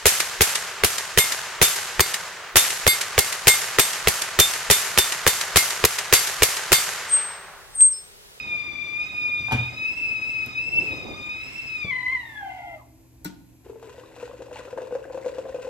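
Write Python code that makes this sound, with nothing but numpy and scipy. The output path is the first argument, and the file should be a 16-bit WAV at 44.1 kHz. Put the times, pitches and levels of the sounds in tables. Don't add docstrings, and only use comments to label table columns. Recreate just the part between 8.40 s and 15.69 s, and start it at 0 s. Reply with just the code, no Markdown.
import sys
import numpy as np
from scipy import signal
from scipy.fft import rfft, irfft, next_fast_len
from scipy.io import wavfile
from scipy.ndimage import map_coordinates

SR = 44100
rng = np.random.default_rng(int(sys.argv[2]) if len(sys.argv) > 2 else 0)


def int16_out(signal):
    q = np.round(np.clip(np.atleast_2d(signal).T, -1, 1) * 32767)
    wavfile.write(sys.argv[1], SR, q.astype(np.int16))


N = 321489
TIME = np.arange(N) / SR
SIDES = np.array([[.5], [-.5]])


def amp(db):
    return 10 ** (np.asarray(db) / 20)


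def unit(x):
    return x / np.sqrt(np.mean(x ** 2) + 1e-20)


def along(points, hz):
    f, v = np.transpose(points)
    return np.interp(np.log(hz + 1), np.log(f + 1), v)


def curves(rows):
    s, *columns = np.transpose(rows)
    return [np.interp(TIME, s, column) for column in columns]


def bell(x, centre, width):
    return np.exp(-((x - centre) / width) ** 2)


def wobble(rate):
    knots = rng.standard_normal(int(N * rate / SR) + 4)
    return unit(map_coordinates(knots, [TIME * rate]))


def filtered(x, response):
    n = x.shape[-1]
    m = next_fast_len(n + 8192)
    spectrum = rfft(x, m) * response(np.fft.rfftfreq(m, 1 / SR))
    return irfft(spectrum, m)[..., :n]


def noise(spectrum, size=N):
    white = rng.standard_normal(size)
    return unit(filtered(white, lambda hz: amp(along(spectrum, hz))))


def wide(spectrum, apart):
    apart = np.clip(apart, 0, 1)
    mid = np.sqrt(1 - apart) * noise(spectrum)
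    side = np.sqrt(apart) * noise(spectrum)
    return np.array([mid + side, mid - side])


def fade(t, t60):
    return np.exp(-np.log(1000) * t / t60)


def ring(modes, attack, scatter_db, scale=1, size=SR // 2):
    hz, db, t60 = np.transpose(modes)[:, :, None]
    t = np.arange(size) / SR
    strength = amp(db + scatter_db * rng.standard_normal(db.shape))
    waves = strength * np.sin(2 * np.pi * hz * scale * t) * fade(t, t60)
    return waves.sum(0) * (1 - np.exp(-t / attack))


def burst(spectrum, t60):
    t = np.arange(SR // 3) / SR
    return noise(spectrum, size=len(t)) * fade(t, t60) * (1 - fade(t, t60 / 10))


def bubble(hz, cycles):
    t = np.arange(SR // 30) / SR
    age = t * hz / cycles
    tone = np.sin(2 * np.pi * hz * t * (1 + 0.085 * np.minimum(age, 1)))
    return tone * fade(age, 0.89) * (1 - fade(age, 0.18))


def add(track, s, sound):
    part = track[round(s * SR):][:len(sound)]
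    part += sound[:len(part)]


def place(x, left_db, lag_ms):
    def response(hz):
        return amp(SIDES * left_db) * np.exp(-2j * np.pi * hz * SIDES * lag_ms / 1000)
    return filtered(x, response)


# [f/Hz, t60/s]
ROOM_DECAY = [(150, 0.82), (1000, 0.46), (4000, 0.48), (12000, 0.093)]


def kitchen(x):
    hz, t, z = signal.stft(rng.standard_normal((3, SR // 2)), SR, nperseg=256)
    decay = fade(t, along(ROOM_DECAY, hz)[:, None])
    tails = signal.istft(z * decay, SR, nperseg=256)[1]
    tail = tails[:2] + 0.63 * tails[2]
    tail = tail / np.linalg.norm(tail[0])
    tail = np.pad(tail, ((0, 0), (SR // 300, 0)))
    return signal.fftconvolve(x[None], tail, axes=1)[:, :N]


# [f/Hz, mean rms level/dB]
HUM_PARTIALS = [(59.5, -71), (119.6, -58.5), (262, -63.5), (328, -67)]
# [f/Hz, relative level/dB]
AIR_SPECTRUM = [(15, -49), (25, -26), (65, 0), (87, -6), (129, -10), (219, -27), (325, -6), (402, -39),
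                (5230, -46.5), (6640, -36.5), (13900, -39.5)]


def room_tone():
    hum = 0
    for hz, db in HUM_PARTIALS:
        level = amp(db + 0.65 * wobble(0.98)) * np.sqrt(2)
        hum = hum + level * np.sin(2 * np.pi * hz * TIME + 0.22 * wobble(4.2))
    return hum + amp(-55.0) * wide(AIR_SPECTRUM, apart=0.073)


# [f/Hz, relative level/dB]
SEETHE_SPECTRUM = [(24, -38.5), (40, -5.5), (124, -2), (337, -3.5), (430, -6.5), (1050, -11), (1230, -28.5),
                   (1380, -20.5), (1900, -20), (2470, -42), (4180, -120)]
# [f/Hz, relative level/dB]
SWELL_SPECTRUM = [(30, -15), (90, 1), (200, -5.5), (370, -0.5), (600, -7.5), (1000, -15.5), (1500, -33),
                  (3000, -62)]
BOIL_DB, LIFT_S, COOL_DB_PER_S, COOLED_DB = -48.5, 3.05, 11, -63
SURGE_S, SURGE_RISE_S, SURGE_HOLD_S, SURGE_FALL_S, SURGE_DB = 2.225, 0.21, 0.3, 0.13, -38.5


def boiling():
    surge_times = SURGE_S + np.cumsum([0, SURGE_RISE_S, SURGE_HOLD_S, SURGE_FALL_S])
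    surge = np.interp(TIME, surge_times, [0, 1, 1, 0])
    level_db = np.maximum(BOIL_DB - COOL_DB_PER_S * np.maximum(TIME - LIFT_S, 0), COOLED_DB)
    rumble = amp(level_db) * wide(SEETHE_SPECTRUM, apart=0.37)
    rumble = rumble + amp(SURGE_DB) * surge * wide(SWELL_SPECTRUM, apart=0.29)
    lumps = amp(1.7 * wobble(30.15))
    return place(lumps * rumble, left_db=-0.5, lag_ms=0.033)


# [t/s, boom level/dB, clatter level/dB, clatter t60/s, latch ring level/dB]
BLOWS = [(0.998, -38, -66, .1, -80), (1.084, -58, -48, .08, -31), (1.111, -52, -33, .05, -27),
         (1.119, -36, -25, .12, -23), (1.1275, -24, -39, .2, -50), (1.1445, -21, -44, .25, -45),
         (2.067, -45, -46, .06, -65)]
# [f/Hz, relative level/dB, t60/s]
PANEL_MODES = [(84, -7, .6), (108, -1, .3), (121, -2, .5), (237, 1, .08), (420, -13, .1), (678, -23, .25)]
# [f/Hz, relative level/dB]
CLATTER_SPECTRUM = [(120, -26), (200, -1), (429, -15.5), (921, -8), (1600, -13), (3610, -13), (3950, -21.5),
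                    (13900, -32.5)]
# [f/Hz, relative level/dB, t60/s]
LATCH_MODES = [(790, -1, .04), (887, 0, 0.075), (1003, -3.5, .04), (1544, -5.5, 0.046)]


def bumps():
    thud_spectrum = [(50, -9.5), (110, 4.5), (300, -7.0), (600, -14), (2000, -55)]  # f/Hz, level/dB
    boom, clatter = np.zeros((2, N))
    for s, boom_db, clatter_db, t60, latch_db in BLOWS:
        add(boom, s, amp(boom_db) * ring(PANEL_MODES, attack=.003, scatter_db=1))
        add(clatter, s, amp(clatter_db + 3.5) * burst(CLATTER_SPECTRUM, t60))
        add(clatter, s, amp(latch_db) * ring(LATCH_MODES, attack=.001, scatter_db=1))
        add(boom, s, amp(.5 * boom_db - 18.5) * burst(thud_spectrum, t60=0.2))
    return place(clatter, left_db=4.5, lag_ms=0.2) + amp(-6.0) * kitchen(clatter) + boom


# [t/s, level/dB]
GRATE_KNOCKS = [(3.445, -30), (3.466, -36.5)]
# [f/Hz, relative level/dB]
GRATE_SPECTRUM = [(45, -14), (100, 9), (250, -3), (520, -4), (750, -15.5), (1500, -31), (4000, -60)]


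def lift():
    track = np.zeros(N)
    for s, db in GRATE_KNOCKS:
        add(track, s, amp(db) * burst(GRATE_SPECTRUM, t60=0.1))
    return track + amp(-10) * kitchen(track)


# [t/s, snap level/dB, cap ring level/dB, kettle body level/dB]
CONTACTS = [(1.121, -27.5, -46, -70), (2.061, -28.5, -52, -70), (4.846, -23, -57, -64),
            (4.8485, -20, -35.5, -59), (4.856, -44, -35, -33.5)]
# [f/Hz, relative level/dB, t60/s]
CAP_MODES = [(898, 2, 0.05), (1455, 0, 0.065), (2020, -8, 0.025), (2690, -15, .04), (4050, -2, .035),
             (4070, -18, .13), (6100, -21, .035)]
# [f/Hz, relative level/dB, t60/s]
BODY_MODES = [(184, 5, 0.12), (224.3, -5, 0.17), (296, 7.5, 0.1)]
# [f/Hz, relative level/dB]
SNAP_SPECTRUM = [(600, -6), (2000, -16.5), (5000, -8), (7500, -6.5), (11000, -2.5), (13000, 7),
                 (15500, 1.5)]


def clicks():
    rattle_spectrum = [(500, -1.5), (1500, -2.5), (7500, -4.0), (13000, -11.5)]  # f/Hz, level/dB
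    track, body = np.zeros((2, N))
    for s, snap_db, cap_db, body_db in CONTACTS:
        add(track, s, amp(snap_db) * burst(SNAP_SPECTRUM, t60=0.013))
        add(track, s, amp(cap_db - 3.0) * burst(rattle_spectrum, t60=0.13))
        add(track, s, amp(cap_db) * ring(CAP_MODES, attack=.0007, scatter_db=1.5))
        add(body, s, amp(body_db) * ring(BODY_MODES, attack=0.0016, scatter_db=1.0))
    return place(track, left_db=5.0, lag_ms=0.503) + body + amp(-10) * kitchen(track + body)


POUR_S, END_S = 5.24, N / SR
FLOW_DB = 1.6 * (TIME - POUR_S)


def steady(x):
    return x / np.std(x[TIME > POUR_S])


# [t/s, f/Hz]
COLUMN_PITCH = [(5.3, 451), (5.45, 479), (6.35, 497), (6.5, 511), (7.25, 510)]
# [multiple of the column pitch, relative level/dB, t60/s]
COLUMN_MODES = [(.64, -9.5, 0.036), (1, 3, 0.07), (1.2, -7, 0.034), (1.9, -13.5, .035), (3, -20, 0.036),
                (5.4, -33, 0.034)]


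def plop(s, spread):
    column_hz = np.interp(s, *np.transpose(COLUMN_PITCH))
    scale = column_hz * np.exp(spread * rng.standard_normal())
    return ring(COLUMN_MODES, attack=0.0021, scatter_db=1.2, size=SR // 8, scale=scale)


# [f/Hz, relative level/dB]
SPRAY_SPECTRUM = [(530, -13.5), (850, -8), (1000, 9), (1160, -14.5), (1500, 2.5), (1750, -8), (1950, -2.5),
                  (2170, -13), (2500, -2), (2800, -2), (3050, -10.5), (3550, -9.5), (5500, -13),
                  (8300, -10.5), (10800, -20), (13900, -25)]
# [t/s, plop level/dB, slap level/dB, splash level/dB]
BIG_PLOPS = [(5.261, -36.5, -11, -21), (5.296, -28.5, -21, -19), (5.356, -32.5, -28, -28),
             (5.427, -35, 0, -5.5), (5.486, -35, -9, -21), (5.58, -33.5, -10, -22), (5.777, -34, -8, -16),
             (5.828, -24, -18, -14), (6.02, -35, -4, -0.5), (6.114, -33, -8, -12), (6.128, -33, -15, -2),
             (6.192, -31, -12, -16), (6.25, -34.5, -5, -1), (6.327, -27, -8.5, -22),
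             (6.375, -24.5, -1.5, -13), (6.384, -24.5, -5, -18), (6.417, -27, -16, -11.5),
             (6.47, -33.5, -10, -6), (6.508, -26, -17, -24), (6.524, -20.5, -15, -26),
             (6.551, -20.5, -7.5, -18.5), (6.652, -29.5, -5, -24), (6.699, -29, -10, -30),
             (6.744, -23, -16, -16), (6.774, -23, -7.5, -17), (6.846, -26.5, -15, -24),
             (6.86, -18, -24, -17), (6.89, -28.5, -14, -11), (6.983, -21, -10, -12),
             (7.054, -23.5, -14, -23), (7.092, -28, -19, -12), (7.144, -22, -22, -16),
             (7.16, -28, -15, -11.5), (7.186, -28, -25, -30), (7.246, -29, -13, -6),
             (7.271, -26.5, -19, -19)]
# [f/Hz, relative level/dB]
SLAP_SPECTRUM = [(200, -21), (380, 3), (900, 3), (1250, -12), (1600, -5.5), (2200, -17), (4000, -38)]
# [t/s, f/Hz, level/dB]
LONE_BUBBLES = [(5.559, 4600, -49), (5.66, 3830, -44), (5.799, 2500, -35), (6.145, 4220, -38),
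                (6.159, 2680, -35), (6.628, 2620, -44), (6.641, 1540, -33.5), (7.125, 1800, -41)]
TRAIL_DB, TRAIL_HZ, TRAIL_S = -22, 747, .022


def big_plops():
    plops = np.zeros(N)
    for s, db, slap_db, splash_db in BIG_PLOPS:
        add(plops, s, amp(db) * plop(s, spread=0.02))
        add(plops, s, amp(db + slap_db) * burst(SLAP_SPECTRUM, t60=0.027))
        add(plops, s, amp(db + splash_db - 6.5) * burst(SPRAY_SPECTRUM, t60=0.058))
        for delay, tune in zip(rng.exponential(TRAIL_S, size=4), rng.standard_normal(size=4)):
            trail = bubble(TRAIL_HZ * np.exp(.35 * tune), cycles=20)
            add(plops, s + delay, amp(db + TRAIL_DB) * trail)
    for s, hz, db in LONE_BUBBLES:
        add(plops, s, amp(db) * bubble(hz, cycles=47))
        add(plops, s, amp(db - 13) * burst(SPRAY_SPECTRUM, t60=0.028))
    return plops


GURGLE_DB, GURGLE_SWAY_DB = -50, 2.5
BLOB_DB, BLOB_HZ = -7, 640


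def gurgle():
    lumps, blobs = np.zeros((2, N))
    for s, size_db in zip(rng.uniform(POUR_S, END_S, size=170), 3 * rng.standard_normal(size=170)):
        add(lumps, s, amp(size_db) * plop(s, spread=0.1))
    times = rng.uniform(POUR_S, END_S, size=90)
    for s, (tune, loud) in zip(times, rng.standard_normal(size=(90, 2))):
        add(blobs, s, amp(3.5 * loud) * bubble(BLOB_HZ * np.exp(0.35 * tune), cycles=14))
    level_db = GURGLE_DB + FLOW_DB + GURGLE_SWAY_DB * wobble(19)
    return amp(level_db) * (steady(lumps) + amp(BLOB_DB) * steady(blobs))


# [t/s, half-length to 1/e/s, spray level change/dB]
STREAM_CHANGES = [(5.356, 0.076, -7), (5.486, 0.088, 4.5), (5.827, 0.076, 5.5), (6.172, 0.031, 13),
                  (6.686, 0.045, -6), (6.881, 0.02, 3), (7.25, 0.031, 3.5)]
DROPLET_DB, FIZZ_DB, SPRAY_SWAY_DB = -59.3, -64.3, 1.9
DROPS_PER_S, DROP_SCATTER_DB = 2500, 5


def spray():
    fizz = np.zeros(N)
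    times = rng.uniform(POUR_S, END_S, size=500)
    for s, (tune, loud) in zip(times, rng.standard_normal(size=(500, 2))):
        hz = np.clip(1900 * np.exp(0.5 * tune), 650, 9000)
        add(fizz, s, amp(4.8 * loud) * bubble(hz, cycles=28))
    strengths = amp(DROP_SCATTER_DB * np.clip(rng.standard_normal(N), -2, 2))
    drops = (rng.random(N) < DROPS_PER_S / SR) * rng.choice([-1, 1], N) * strengths
    drops = filtered(drops, lambda hz: amp(along(SPRAY_SPECTRUM, hz)))
    spatter_db = sum(db * bell(TIME, s, length) for s, length, db in STREAM_CHANGES)
    change_db = FLOW_DB + SPRAY_SWAY_DB * wobble(22) + spatter_db
    droplets = amp(DROPLET_DB + change_db + 3 * wobble(90)) * unit(drops)
    return droplets + amp(FIZZ_DB + change_db) * steady(fizz)


def pour():
    flowing = np.clip((TIME - POUR_S) / 0.011, 0, 1)
    water = big_plops() + flowing * (gurgle() + spray())
    water = signal.sosfilt(signal.butter(2, 120, "high", fs=SR, output="sos"), water)
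    return place(water, left_db=3.8, lag_ms=-0.052) + amp(-8.5) * kitchen(water)


# [f/Hz, relative level/dB]
HISS_SPECTRUM = [(590, -27.5), (1000, -12.5), (1870, -10.5), (2090, -5.5), (2470, -1.5), (3010, -10.5),
                 (7940, -21), (8480, -20.5), (9060, -62.5), (10700, -20), (13900, -27)]
# [t/s, level/dB]
SIZZLE_LEVEL = [(3.45, -79), (3.9, -61), (4.1, -65.5), (4.8, -65), (5.3, -66.5), (6.5, -90)]
# [f/Hz, relative level/dB]
SIZZLE_SPECTRUM = [(2000, -23), (4000, -8), (7000, -6.5), (11000, -3.5), (13500, -4), (15000, -23)]
# [f/Hz, relative level/dB]
RUSH_SPECTRUM = [(400, -31.5), (560, -8), (800, -1.5), (1100, -2.5), (1400, -28)]
# [multiple of the cavity pitch, relative level/dB]
SPOUT_MODES = [(1, 1), (1.33, -11.5), (1.55, -17)]
FULL_HZ = 1239
HISS_DB, HISS_DB_PER_OCTAVE = -48.5, 13.5
RUSH_DB, RUSH_PITCH_HZ, RUSH_WIDTH_HZ = -53, 940, 190
CAVITY_DB, CAVITY_FALL_DB_PER_S = -53, 330
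FLARE_S, FLARE_DB, FLARE_FALL_DB_PER_S, STEAM_END_S = 4.09, 10.5, 18, 4.35
HOOT_HZ, HOOT_DB = 805, 1


def cavity_mode(mode_hz):
    phase = 2 * np.pi * np.cumsum(mode_hz) / SR

    def sway():
        return wobble(50) + 0.5 * wobble(330)

    return unit(sway() * np.sin(phase) + sway() * np.cos(phase))


def steam():
    (pitch,), (sizzle_db,) = curves(WHISTLE_PITCH), curves(SIZZLE_LEVEL)
    hiss_db = HISS_DB + HISS_DB_PER_OCTAVE * np.log2(pitch / FULL_HZ)
    hiss = amp(hiss_db + 1.0 * wobble(6.47)) * wide(HISS_SPECTRUM, apart=0.47)
    sizzle = amp(sizzle_db) * wide(SIZZLE_SPECTRUM, apart=.05)
    rush = amp(RUSH_DB) * bell(pitch, RUSH_PITCH_HZ, RUSH_WIDTH_HZ) * wide(RUSH_SPECTRUM, apart=0.65)
    onset = np.clip((TIME - FLARE_S) / 0.016, 0, 1)
    flare_db = onset * (FLARE_DB - FLARE_FALL_DB_PER_S * (TIME - FLARE_S))
    cavity_db = CAVITY_DB + flare_db - CAVITY_FALL_DB_PER_S * np.maximum(TIME - STEAM_END_S, 0)
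    cavity_hz, = curves([(3.4, 2147), (4.1, 2074)])
    modes = sum(amp(db) * cavity_mode(ratio * cavity_hz) for ratio, db in SPOUT_MODES)
    hoot = amp(cavity_db + HOOT_DB) * onset * cavity_mode(np.full(N, HOOT_HZ))
    cavity = amp(cavity_db) * modes + hoot
    breath = place(hiss + sizzle + rush, left_db=1.0, lag_ms=0.07)
    return breath + place(cavity + amp(-16.0) * kitchen(cavity), left_db=2.5, lag_ms=0.13)


# [t/s, f/Hz]
WHISTLE_PITCH = [(0,1254),(.06,1239),(.16,1198),(.52,1188),(.68,1252),(.85,1220),(1.14,1203),(1.58,1317),(1.78,1268),(1.9,1300),(2.12,1254),(2.27,1324),(2.39,1326),(2.5,1271),(2.73,1222),(2.88,1224),(3.1,1318),(3.2,1321),(3.35,1273),(3.502,1140),(3.517,1027),(3.65,994.7),(3.73,1056),(3.86,916),(3.96,866),(4.03,795),(4.2,722),(4.37,665),(4.45,391)]
# [t/s, level/dB]
SHRILL_LEVEL = [(0,-31),(.04,-36.5),(.12,-24.5),(.19,-32.5),(.47,-34.5),(.62,-26.5),(.68,-39),(.75,-31),(.83,-24.5),(.96,-24),(1.02,-29),(1.2,-26.5),(1.29,-32.5),(1.33,-43),(1.43,-27.5),(1.51,-25.5),(1.56,-32),(1.64,-24),(1.76,-28.5),(2.03,-25.5),(2.07,-39),(2.15,-38),(2.18,-24),(2.26,-29.5),(2.39,-19),(2.43,-38),(2.48,-27.5),(2.62,-39.5),(2.75,-41),(2.87,-33),(2.92,-29),(2.98,-33.5),(3.11,-39.5),(3.2,-31.5),(3.25,-36),(3.39,-29),(3.47,-37),(3.505,-25),(3.62,-30),(3.73,-24),(3.8,-33.5),(3.88,-45.5),(3.95,-41),(4.0,-33.5),(4.04,-45.5),(4.17,-60.5),(4.35,-56.5)]
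# [f/Hz, level/dB]
FIRST_LEVEL = [(420,-75),(600,-53),(680,-41),(735,-41),(775,-34.5),(795,-33.5),(835,-53.5),(900,-55),(1040,-42),(1120,-47),(1280,-52.5),(1330,-65.5)]
THIRD_LEVEL = [(620,-74),(690,-58),(880,-71),(1010,-53.5),(1130,-45),(1200,-43.5),(1240,-46.5),(1270,-48.5),(1300,-62),(1330,-64.5)]
FOURTH_LEVEL = [(690,-80),(785,-56),(820,-55.5),(1040,-52),(1130,-56.5),(1230,-53.5),(1320,-49)]
# [t/s, depth/dB]
TONE_DROPOUTS = [(1.55, 15), (1.805, 15), (2.305, 16.5), (2.66, 9), (3.178, 5)]
# [t/s, left minus right level/dB]
BEAM_BALANCE = [(.04, -3), (.17, 9.5), (.56, 9.5), (.67, -2.5), (1.13, 5.5), (1.25, 0.5), (2.5, 5.5),
                (2.92, 3), (3.05, -2), (3.47, 7), (3.8, 1)]
# [f/Hz, depth 0-1]
CHUG_DEPTH = [(800, 0.14), (1030, 0.48), (1170, 0.12)]
SPUTTER_HZ, SPUTTER_SPREAD = 46, .3
DROPOUT_S, THIRD_LAG_S = 0.012, 0.028
FULL_DB, FULL_ROUGH, ROUGH_PER_DB, ROUGH_PER_OCTAVE = -22, 0.14, .022, 0.36
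SIGH_S, SIGH_LENGTH_S, SIGH_DB = 4.42, .035, -53.5


def whistle():
    (pitch,), (shrill_db,), (beam_db,) = curves(WHISTLE_PITCH), curves(SHRILL_LEVEL), curves(BEAM_BALANCE)
    octaves = np.log2(pitch / FULL_HZ)
    dropout_db = sum(db * bell(TIME, s, DROPOUT_S) for s, db in TONE_DROPOUTS)
    first_db, fourth_db = along(FIRST_LEVEL, pitch), along(FOURTH_LEVEL, pitch)
    third_db = np.interp(TIME - THIRD_LAG_S, TIME, along(THIRD_LEVEL, pitch))
    rough = FULL_ROUGH + ROUGH_PER_DB * (FULL_DB - shrill_db) - ROUGH_PER_OCTAVE * octaves
    rough = np.clip(rough, 0, .6)
    shake_hz = 5 * wobble(45) + 17 * rough * wobble(240) + 10 * rough ** 2 * wobble(70)
    phase = 2 * np.pi * np.cumsum(pitch + shake_hz) / SR
    depth = np.clip(along(CHUG_DEPTH, pitch), 0, 1)
    chug = np.sin(2 * np.pi * np.cumsum(SPUTTER_HZ * np.exp(SPUTTER_SPREAD * wobble(40))) / SR)
    dying = np.interp(TIME, [STEAM_END_S, SIGH_S + SIGH_LENGTH_S], [1, 0])
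    sputter = (1 + depth * chug) / np.sqrt(1 + depth ** 2 / 2) * dying

    def smear(k, rate):
        return np.array([wobble(rate) * np.sin(k * phase) + wobble(rate) * np.cos(k * phase) for _ in SIDES])

    def partial(k, db, turn):
        tone = np.sqrt(2 * (1 - rough ** 2)) * np.sin(k * phase - SIDES * turn)
        return amp(db) * sputter * (tone + rough * smear(k, rate=130))

    shrill = partial(2, shrill_db - dropout_db + 1.4 * wobble(50), turn=0)
    slow_db = 30 * octaves
    weak = [
        (3, third_db, -1.07),
        (4, fourth_db, 1.4),
        (5, third_db - 19 + slow_db, 1),
        (6, fourth_db - 16 + slow_db, -1),
    ]
    others = sum(partial(k, db + 3.4 * wobble(60), turn) for k, db, turn in weak)
    others = others + partial(1, first_db + wobble(50), turn=2 * (pitch / FULL_HZ) ** 2)
    others = others + amp(SIGH_DB) * bell(TIME, SIGH_S, SIGH_LENGTH_S) * smear(2, rate=300)
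    direct = place(shrill * amp(SIDES * beam_db), left_db=0, lag_ms=.49) + others
    return direct + amp(-11) * kitchen((shrill + others).mean(0))


def scene():
    return room_tone() + boiling() + bumps() + lift() + clicks() + pour() + steam() + whistle()


# [f/Hz, relative level/dB]
MICROPHONE_RESPONSE = [(8200, -0.5), (8800, -7.5), (9250, -34), (9800, -5.5), (10400, -2), (13500, -1.5),
                       (14500, -27.5)]
TOP_HZ = 15750


def record(dry):
    return filtered(dry, lambda hz: amp(along(MICROPHONE_RESPONSE, hz)) * (hz < TOP_HZ))


dry = scene()
out = record(dry)
int16_out(out)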